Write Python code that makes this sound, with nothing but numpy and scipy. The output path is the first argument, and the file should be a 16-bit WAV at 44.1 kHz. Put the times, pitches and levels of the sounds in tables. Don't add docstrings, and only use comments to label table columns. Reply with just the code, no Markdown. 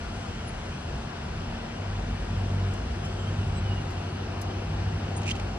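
import sys
import numpy as np
from scipy import signal
from scipy.fft import rfft, irfft, next_fast_len
from scipy.io import wavfile
from scipy.ndimage import uniform_filter1d, map_coordinates

SR = 44100
rng = np.random.default_rng(int(sys.argv[2]) if len(sys.argv) > 2 else 0)


def to_wav(s):
    ch = np.atleast_2d(s).T
    pcm = np.round(np.clip(ch, -1, 1) * 32767)
    wavfile.write(sys.argv[1], SR, pcm.astype(np.int16))


N = 246078

# (frequency [Hz], left minus right [dB], likeness [0-1], left lead [rad])
PORT_HEARING = [(230, 0, .99, 0), (348, 2.5, .84, .35), (550, 4.2, .24, -.4), (950, 6.2, .33, -.7),
                (1400, 3.4, .77, -.87), (2100, 7.3, .46, -1.1), (2390, 4.6, .62, -1.7),
                (2900, -2.3, .8, -2), (3680, -2, .48, -2.3), (4300, 4, .38, -1.1), (5400, 4.9, .58, -2.6),
                (7020, 2.3, .64, -2.4), (9300, 0, .85, 0), (11100, 0, .98, 2.9), (13500, 0, .97, 3.3),
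                (14600, 0, .9, 4.2)]
MOVE_OFF_S, THROTTLE_S = 1.7, 0.31


def amp(db):
    return 10 ** (np.asarray(db) / 20)


def unit(x):
    return x / np.sqrt(np.mean(x ** 2) + 1e-20)


def clock():
    return np.arange(N) / SR


def progress():
    return np.arange(N) / N


def throttle():
    return np.clip((clock() - MOVE_OFF_S) / THROTTLE_S, 0, 1)


def over_time(rows):
    return np.interp(clock(), *np.transpose(rows))


def along(rows, hz):
    f, *columns = np.transpose(rows)
    return [np.interp(np.log(hz + 1), np.log(f + 1), column) for column in columns]


def wobble(rate):
    steps = np.linspace(0, rate * N / SR, num=8192)
    curve = map_coordinates(rng.standard_normal(4096), [steps], mode="mirror")
    return np.interp(clock() * rate, steps, curve)


def filtered(x, response):
    size = next_fast_len(N + SR // 4)
    hz = np.fft.rfftfreq(size, 1 / SR)
    return irfft(rfft(x, size) * response(hz), size)[..., :N]


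def below(hz, edge_hz, order=6):
    return 1 / (1 + (hz / edge_hz) ** order)


def noise(spectrum):
    white = rng.standard_normal((2, N))
    return unit(filtered(white, lambda hz: amp(along(spectrum, hz)[0])))


def patchy(pair, depth_db):
    z = signal.stft(pair, nperseg=512)[2]
    field = rng.standard_normal(z.shape[1:])
    field = uniform_filter1d(field, size=5, axis=0)
    field = uniform_filter1d(field, size=16, axis=1)
    return signal.istft(z * amp(depth_db * unit(field)), nperseg=512)[1][:, :N]


def at_ports(pair):
    def hearing(hz, sign):
        balance_db, alike, lead = along(PORT_HEARING, hz)
        turn = np.arccos(np.clip(alike, 0, 1)) / 2
        mix = np.array([np.cos(turn), sign * np.sin(turn)])
        shade = amp(sign * balance_db / 2) / np.sqrt((amp(balance_db) + amp(-balance_db)) / 2)
        return shade * np.exp(sign * .5j * lead) * mix
    return np.array([filtered(pair, lambda hz: hearing(hz, sign)).sum(0) for sign in (1, -1)])


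def tone(phase, lead, pan_db):
    gains = unit(amp(np.array([[pan_db], [-pan_db]]) / 2))
    return np.sqrt(2) * gains * np.sin([phase + lead / 2, phase - lead / 2])


def ringing(hz, width_hz, pan_db, size):
    fuzz_hz = width_hz * unit(uniform_filter1d(rng.standard_normal(size), size=24))
    turns = np.cumsum(hz + fuzz_hz) / SR + rng.random()
    return tone(2 * np.pi * turns, along(PORT_HEARING, hz)[2], pan_db)


def add_at(out, start_s, sound):
    out[:, round(start_s * SR):][:, :sound.shape[1]] += sound


def contacts(rows, scrape, width_hz, attack_s, ring_pan_db):
    out, t = np.zeros((2, N + SR)), np.arange(SR // 4) / SR
    for k, (start_s, db, ring_hz, ring_db, t60) in enumerate(rows):
        ring = ringing(ring_hz, width_hz, ring_pan_db, size=len(t))
        shape = np.exp(-np.log(1000) * t / t60) * (1 - np.exp(-t / attack_s))
        piece = np.roll(scrape, -k * len(t), axis=1)[:, :len(t)]
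        add_at(out, start_s, amp(db) * shape * (piece + amp(ring_db) * ring))
    return out[:, :N]


def tyres(roar_db=-41.0, roar_gain_db=1.5, hiss_db=-44.5):
    # (frequency [Hz], relative level [dB])
    road_colour = [(150, 3), (290, -3), (380, -4), (440, -5), (480, -3.5), (540, -5.5), (760, -4.5),
                   (1100, -9), (1450, -7.5), (2100, -12.5), (2900, -10), (3800, -17), (5700, -18),
                   (7000, -26.5), (9000, -28)]
    # (frequency [Hz], relative level [dB])
    spray_colour = [(4000, -18), (5800, 1), (6800, 0), (8000, -3), (9000, -7), (10000, -7.5), (11500, -12),
                    (13500, -16), (15000, -25)]
    # (time [s], level [dB])
    spray_level = [(0, -57), (.7, -58.5), (1.1, -60), (1.8, -61), (2.2, -59), (3.6, -59.5), (4.2, -61.5),
                   (5.58, -60.5)]
    road = at_ports(patchy(noise(road_colour), depth_db=0.88))
    roar = filtered(road, lambda hz: below(hz, 1213) * (1 - below(hz, 156)))
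    hiss = filtered(road, lambda hz: below(hz, 7360) - below(hz, 1153))
    spray = at_ports(patchy(noise(spray_colour), depth_db=2.0))
    roar_gain = amp(roar_db + roar_gain_db * progress())
    return roar_gain * unit(roar) + amp(hiss_db) * unit(hiss) + amp(over_time(spray_level)) * unit(spray)


def howl(start_db=-59, end_db=-48):
    # (frequency [Hz], relative level [dB])
    howl_colour = [(450, -25), (650, -7), (725, 17.5), (795, 20.5), (890, 7), (1100, -27)]
    level_db = start_db + (end_db - start_db) * progress() ** 2
    return amp(level_db) * at_ports(noise(howl_colour))


def rumble(idle_db=-38.6, moving_db=-38.0, waver_db=2.0, drift_rad=0.6):
    # (frequency [Hz], relative level [dB])
    rumble_colour = [(18, -29), (33, -11), (39, 2), (50, -3.5), (64, -0.5), (78, .5), (95, -2), (120, -3.5),
                     (160, -7), (220, -9.5), (290, -27.5), (450, -70)]
    # (time [s], level [dB])
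    upper_level = [(0, -4), (1, 2), (1.6, -1), (2.2, 3.5), (3.4, 2.5), (4.1, -3.5), (5.58, -3.5)]
    # (time of the peak [s],
    # frequency [Hz], level [dB], length each way [s])
    boom_rows = [(0.75, 145, -41, .045), (0.96, 62, -33.5, 0.045), (0.97, 136, -41, 0.08),
                 (2.1, 147, -41, .05), (2.123, 57, -38, 0.089), (2.52, 147, -42, .04),
                 (2.896, 62, -34, 0.085), (3.036, 152, -38, 0.05), (3.53, 149, -37, .07),
                 (3.83, 150, -39, .04), (4.04, 150, -39, .05), (4.71, 158, -36.5, .04),
                 (4.78, 61.8, -35.5, 0.11), (4.91, 160, -37, .055), (5.3, 158, -39.5, .045),
                 (5.52, 52, -35, 0.14)]
    level_db = idle_db + (moving_db - idle_db) * throttle() + waver_db * wobble(4.945)
    roll = amp(level_db) * at_ports(noise(rumble_colour))
    deep = filtered(roll, lambda hz: below(hz, 172))
    upper = (roll - deep) * amp(over_time(upper_level))
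    t = clock()
    booms = np.zeros(N)
    for peak_s, hz, db, length_s in boom_rows:
        swell = np.exp(-.5 * ((t - peak_s) / length_s) ** 2)
        booms += amp(db) * swell * np.sin(2 * np.pi * hz * t + drift_rad * wobble(16))
    return deep + upper + np.sqrt(2) * booms


def van(idle_db=-51, pulling_db=-28.0, waver_db=2, drift_rad=0.38):
    idle_hz, cruise_hz, climb_s = 38.66, 52, 0.493
    start_m, speed_m_per_s = 2.6, 6.4
    driving_s = np.maximum(clock() - MOVE_OFF_S, 0)
    firing_hz = cruise_hz - (cruise_hz - idle_hz) * np.exp(-driving_s / climb_s)
    nearness = start_m / (start_m + speed_m_per_s * driving_s)
    level_db = idle_db + (pulling_db - idle_db) * throttle() + waver_db * wobble(11.0)
    phase = 2 * np.pi * np.cumsum(firing_hz) / SR + drift_rad * wobble(13)
    return np.sqrt(2) * nearness * amp(level_db) * np.sin(phase)


def tailpipe(rush_db=-49.0):
    # (frequency [Hz], relative level [dB])
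    gas_colour = [(220, -34), (300, -4), (380, 6), (440, -13), (600, -42.5)]
    # (from [s], to [s])
    turn_times = (2, 2.66)
    return amp(rush_db) * np.interp(clock(), turn_times, [0, 1]) * at_ports(noise(gas_colour))


def effort():
    # (start of hold [s], hold [s], level before the engine's gain [dB], firing rate [Hz])
    pull_rows = [(1.872, 0.09, -32.5, 97.6), (2.09, .06, -34, 97.2), (2.37, .1, -30.5, 95.8),
                 (2.53, 0.17, -28, 96.3), (3.02, 2.45, -35, 97.5), (3.28, 0.23, -30.2, 97.8),
                 (3.65, .07, -28.7, 97.8), (4.42, .05, -32.5, 97.5), (4.77, 0.56, -31.8, 98.8),
                 (4.87, .09, -29, 98.9)]
    attack_s, release_s = 0.093, 0.079
    idle_db, idle_hz = -48.5, 96.3
    t = clock()
    gains, rates_hz = [np.full(N, amp(idle_db))], [idle_hz]
    for start_s, hold_s, db, hz in pull_rows:
        rise = np.minimum(t - start_s, 0) / attack_s
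        fall = np.maximum(t - start_s - hold_s, 0) / release_s
        gains.append(amp(db) * np.exp(rise - fall))
        rates_hz.append(hz)
    gains = np.array(gains)
    power = gains ** 2
    return gains.max(0), np.array(rates_hz) @ power / power.sum(0)


def engine(gain_db=2.1, waver_db=1.0, jitter=0.0025, side_share=0.66, cruise_db=-33):
    # (multiple of the eight-firing cycle, relative level [dB])
    exhaust_lines = [(5, -19.5), (8, 0.5), (12, -12), (13, -16), (16, -13.5), (25, -27), (27, -26.5),
                     (30, -26.5), (32, -27)]
    strength, firing_hz = effort()
    cycle = np.cumsum(firing_hz * (1 + jitter * wobble(9))) / SR / 8
    side_strength = amp(cruise_db) * (strength / amp(cruise_db)) ** side_share
    lines = np.zeros(N)
    for multiple, db in exhaust_lines:
        follow = strength if round(multiple) == 8 else side_strength
        wave = np.sin(2 * np.pi * (multiple * cycle + rng.random()))
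        lines += follow * amp(db + waver_db * wobble(7)) * wave
    return amp(gain_db) * lines


def gravel(grain_db=2.0):
    # (time [s], level [dB], ring [Hz], ring over scrape [dB], t60 [s])
    slips = [(5.217, -39, 2690, -4, .034), (5.231, -40, 2850, -5, 0.05), (5.2455, -43, 2950, 6, 0.016),
             (5.2575, -44, 2650, 5, 0.079), (5.2648, -35, 2420, 4, .03), (5.269, -37, 2400, 3, .025),
             (5.2705, -43, 7000, 5, .015), (5.277, -32.5, 2430, 6, .024), (5.2802, -39, 5600, 4, .018),
             (5.2815, -33.5, 2900, 5, .03), (5.2835, -37, 2300, 4, .02), (5.2875, -40, 7400, 6, .012),
             (5.29, -29.5, 2560, 9, .02), (5.2975, -31.5, 2900, -1, .035), (5.3025, -34, 2250, 2, .025),
             (5.307, -32, 2850, 1, .035), (5.3085, -38, 6250, 5, .018), (5.3095, -36, 4500, 6, .016),
             (5.3123, -31, 3120, 10, .03), (5.3165, -36, 6250, 3, .02), (5.3178, -34, 2500, -4, .024),
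             (5.352, -40.5, 2700, 0, .045), (5.364, -39.5, 3200, -7, .035), (5.397, -37, 2300, 1.5, .026)]
    # (frequency [Hz], relative level [dB])
    stone_colour = [(1200, -16), (2300, 5), (3600, 0), (4600, -0.5), (6500, 1), (8500, -9.5), (12000, -18),
                    (15000, -39)]
    catches = unit(amp(grain_db * wobble(700)) * at_ports(noise(stone_colour)))
    return contacts(slips, catches, width_hz=220, attack_s=0.0008, ring_pan_db=-6.0)


def squeaks(rough_db=2.4, jitter=0.0025, settle_s=0.055):
    # (time [s], length [s], pitch [Hz], level [dB],
    # starting offset [share of pitch], left minus right [dB], left lead [rad])
    squeak_rows = [(.469, .033, 10020, -51.5, 0, -1, .8), (.480, .021, 9890, -52, 0, -1, .8),
                   (3.018, .088, 3040, -47.5, -.008, 0, -3), (3.018, .08, 5410, -54.5, 0, 4, -2.8),
                   (3.025, .05, 6690, -59.5, 0, 1, -2.4), (3.176, .042, 3120, -49, 0, -8, -2.1),
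                   (3.185, .075, 7490, -62, .004, -3, -1.5), (3.27, .028, 3165, -45.5, 0, -9, -2.1),
                   (3.54, .085, 4010, -58.5, -.012, 8, .8), (3.552, .052, 7990, -56.5, 0, 3, -1.4),
                   (3.638, .068, 2895, -49, .058, -6, -1.6), (3.695, .06, 2865, -44.5, .014, -6, -1.6),
                   (3.745, .083, 2855, -49, .004, -3, -1.6)]
    out, t = np.zeros((2, N + SR)), np.arange(SR // 4) / SR
    tremble = jitter * wobble(300)
    for k, (start_s, length_s, hz, db, offset, pan_db, lead) in enumerate(squeak_rows):
        swell = np.sqrt(np.abs(np.sin(np.pi * np.clip(t / length_s, 0, 1))))
        slide = offset * np.exp(-t / settle_s)
        pitch_hz = hz * (1 + slide + tremble[k * len(t):][:len(t)])
        phase = 2 * np.pi * np.cumsum(pitch_hz) / SR
        add_at(out, start_s, amp(db) * swell * tone(phase, lead, pan_db))
    return out[:, :N] * amp(rough_db * wobble(120))


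def clink(attack_s=.0015, width_hz=240):
    # (time [s], level [dB])
    touches = [(5.164, -44.5), (5.174, -48)]
    # (frequency [Hz], relative level [dB], t60 [s])
    metal_modes = [(6920, 2, 0.072), (8730, -2.5, 0.095), (8970, -1, 0.065), (10100, -8, 0.1),
                   (12300, -11, .06)]
    out, t = np.zeros((2, N + SR)), np.arange(SR // 4) / SR
    for start_s, db in touches:
        ring = np.zeros((2, len(t)))
        for hz, mode_db, t60 in metal_modes:
            ring += amp(mode_db - 60 * t / t60) * ringing(hz, width_hz, 0, size=len(t))
        add_at(out, start_s, amp(db) * (1 - np.exp(-t / attack_s)) * ring)
    return out[:, :N]


def grit():
    # (time [s], level [dB], ring [Hz], ring over scrape [dB], t60 [s])
    grains = [(2.737, -44.5, 8000, -7, .03), (3.048, -51, 8500, -5, .08), (3.905, -51.5, 6800, -3, .08),
              (4.4145, -40, 11800, -1, .05), (4.419, -48, 6100, 1, .04)]
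    # (frequency [Hz], relative level [dB])
    tick_colour = [(1500, -24), (4000, -7), (6200, 5), (8000, 1), (10500, -2), (12500, -10), (15500, -20)]
    return contacts(grains, noise(tick_colour), width_hz=780, attack_s=0.00038, ring_pan_db=5.5)


def drone(waver_db=2.0, drift_rad=0.42, note_hz=85.6):
    # (time [s], level [dB])
    drone_level = [(0, -50), (1.6, -48), (2, -43), (2.9, -46), (3.4, -39.5), (4.1, -38), (4.6, -41.5),
                   (5.1, -39.5), (5.58, -44)]
    level_db = over_time(drone_level) + waver_db * wobble(7)
    phase = 2 * np.pi * note_hz * clock() + drift_rad * wobble(5.5)
    return np.sqrt(2) * amp(level_db) * np.sin(phase)


def hum(waver_db=1.97, drift_rad=0.51):
    # (frequency [Hz], level [dB])
    motor_lines = [(230.7, -48), (691.9, -55), (923, -62.5), (988, -63.5), (1382, -64.5), (1613, -66.5)]
    lines = np.zeros(N)
    for hz, db in motor_lines:
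        phase = 2 * np.pi * hz * clock() + drift_rad * wobble(7)
        lines += amp(db + waver_db * wobble(9)) * np.sin(phase)
    return np.sqrt(2) * lines * amp([[.6], [-.6]])


def scene():
    road = tyres() + howl() + rumble()
    engines = van() + tailpipe() + engine() + drone() + hum()
    small_sounds = gravel() + squeaks() + clink() + grit()
    return road + engines + small_sounds


def record(dry):
    top_hz = 15400
    return filtered(dry, lambda hz: hz < top_hz)


dry = scene()
out = record(dry)
to_wav(out)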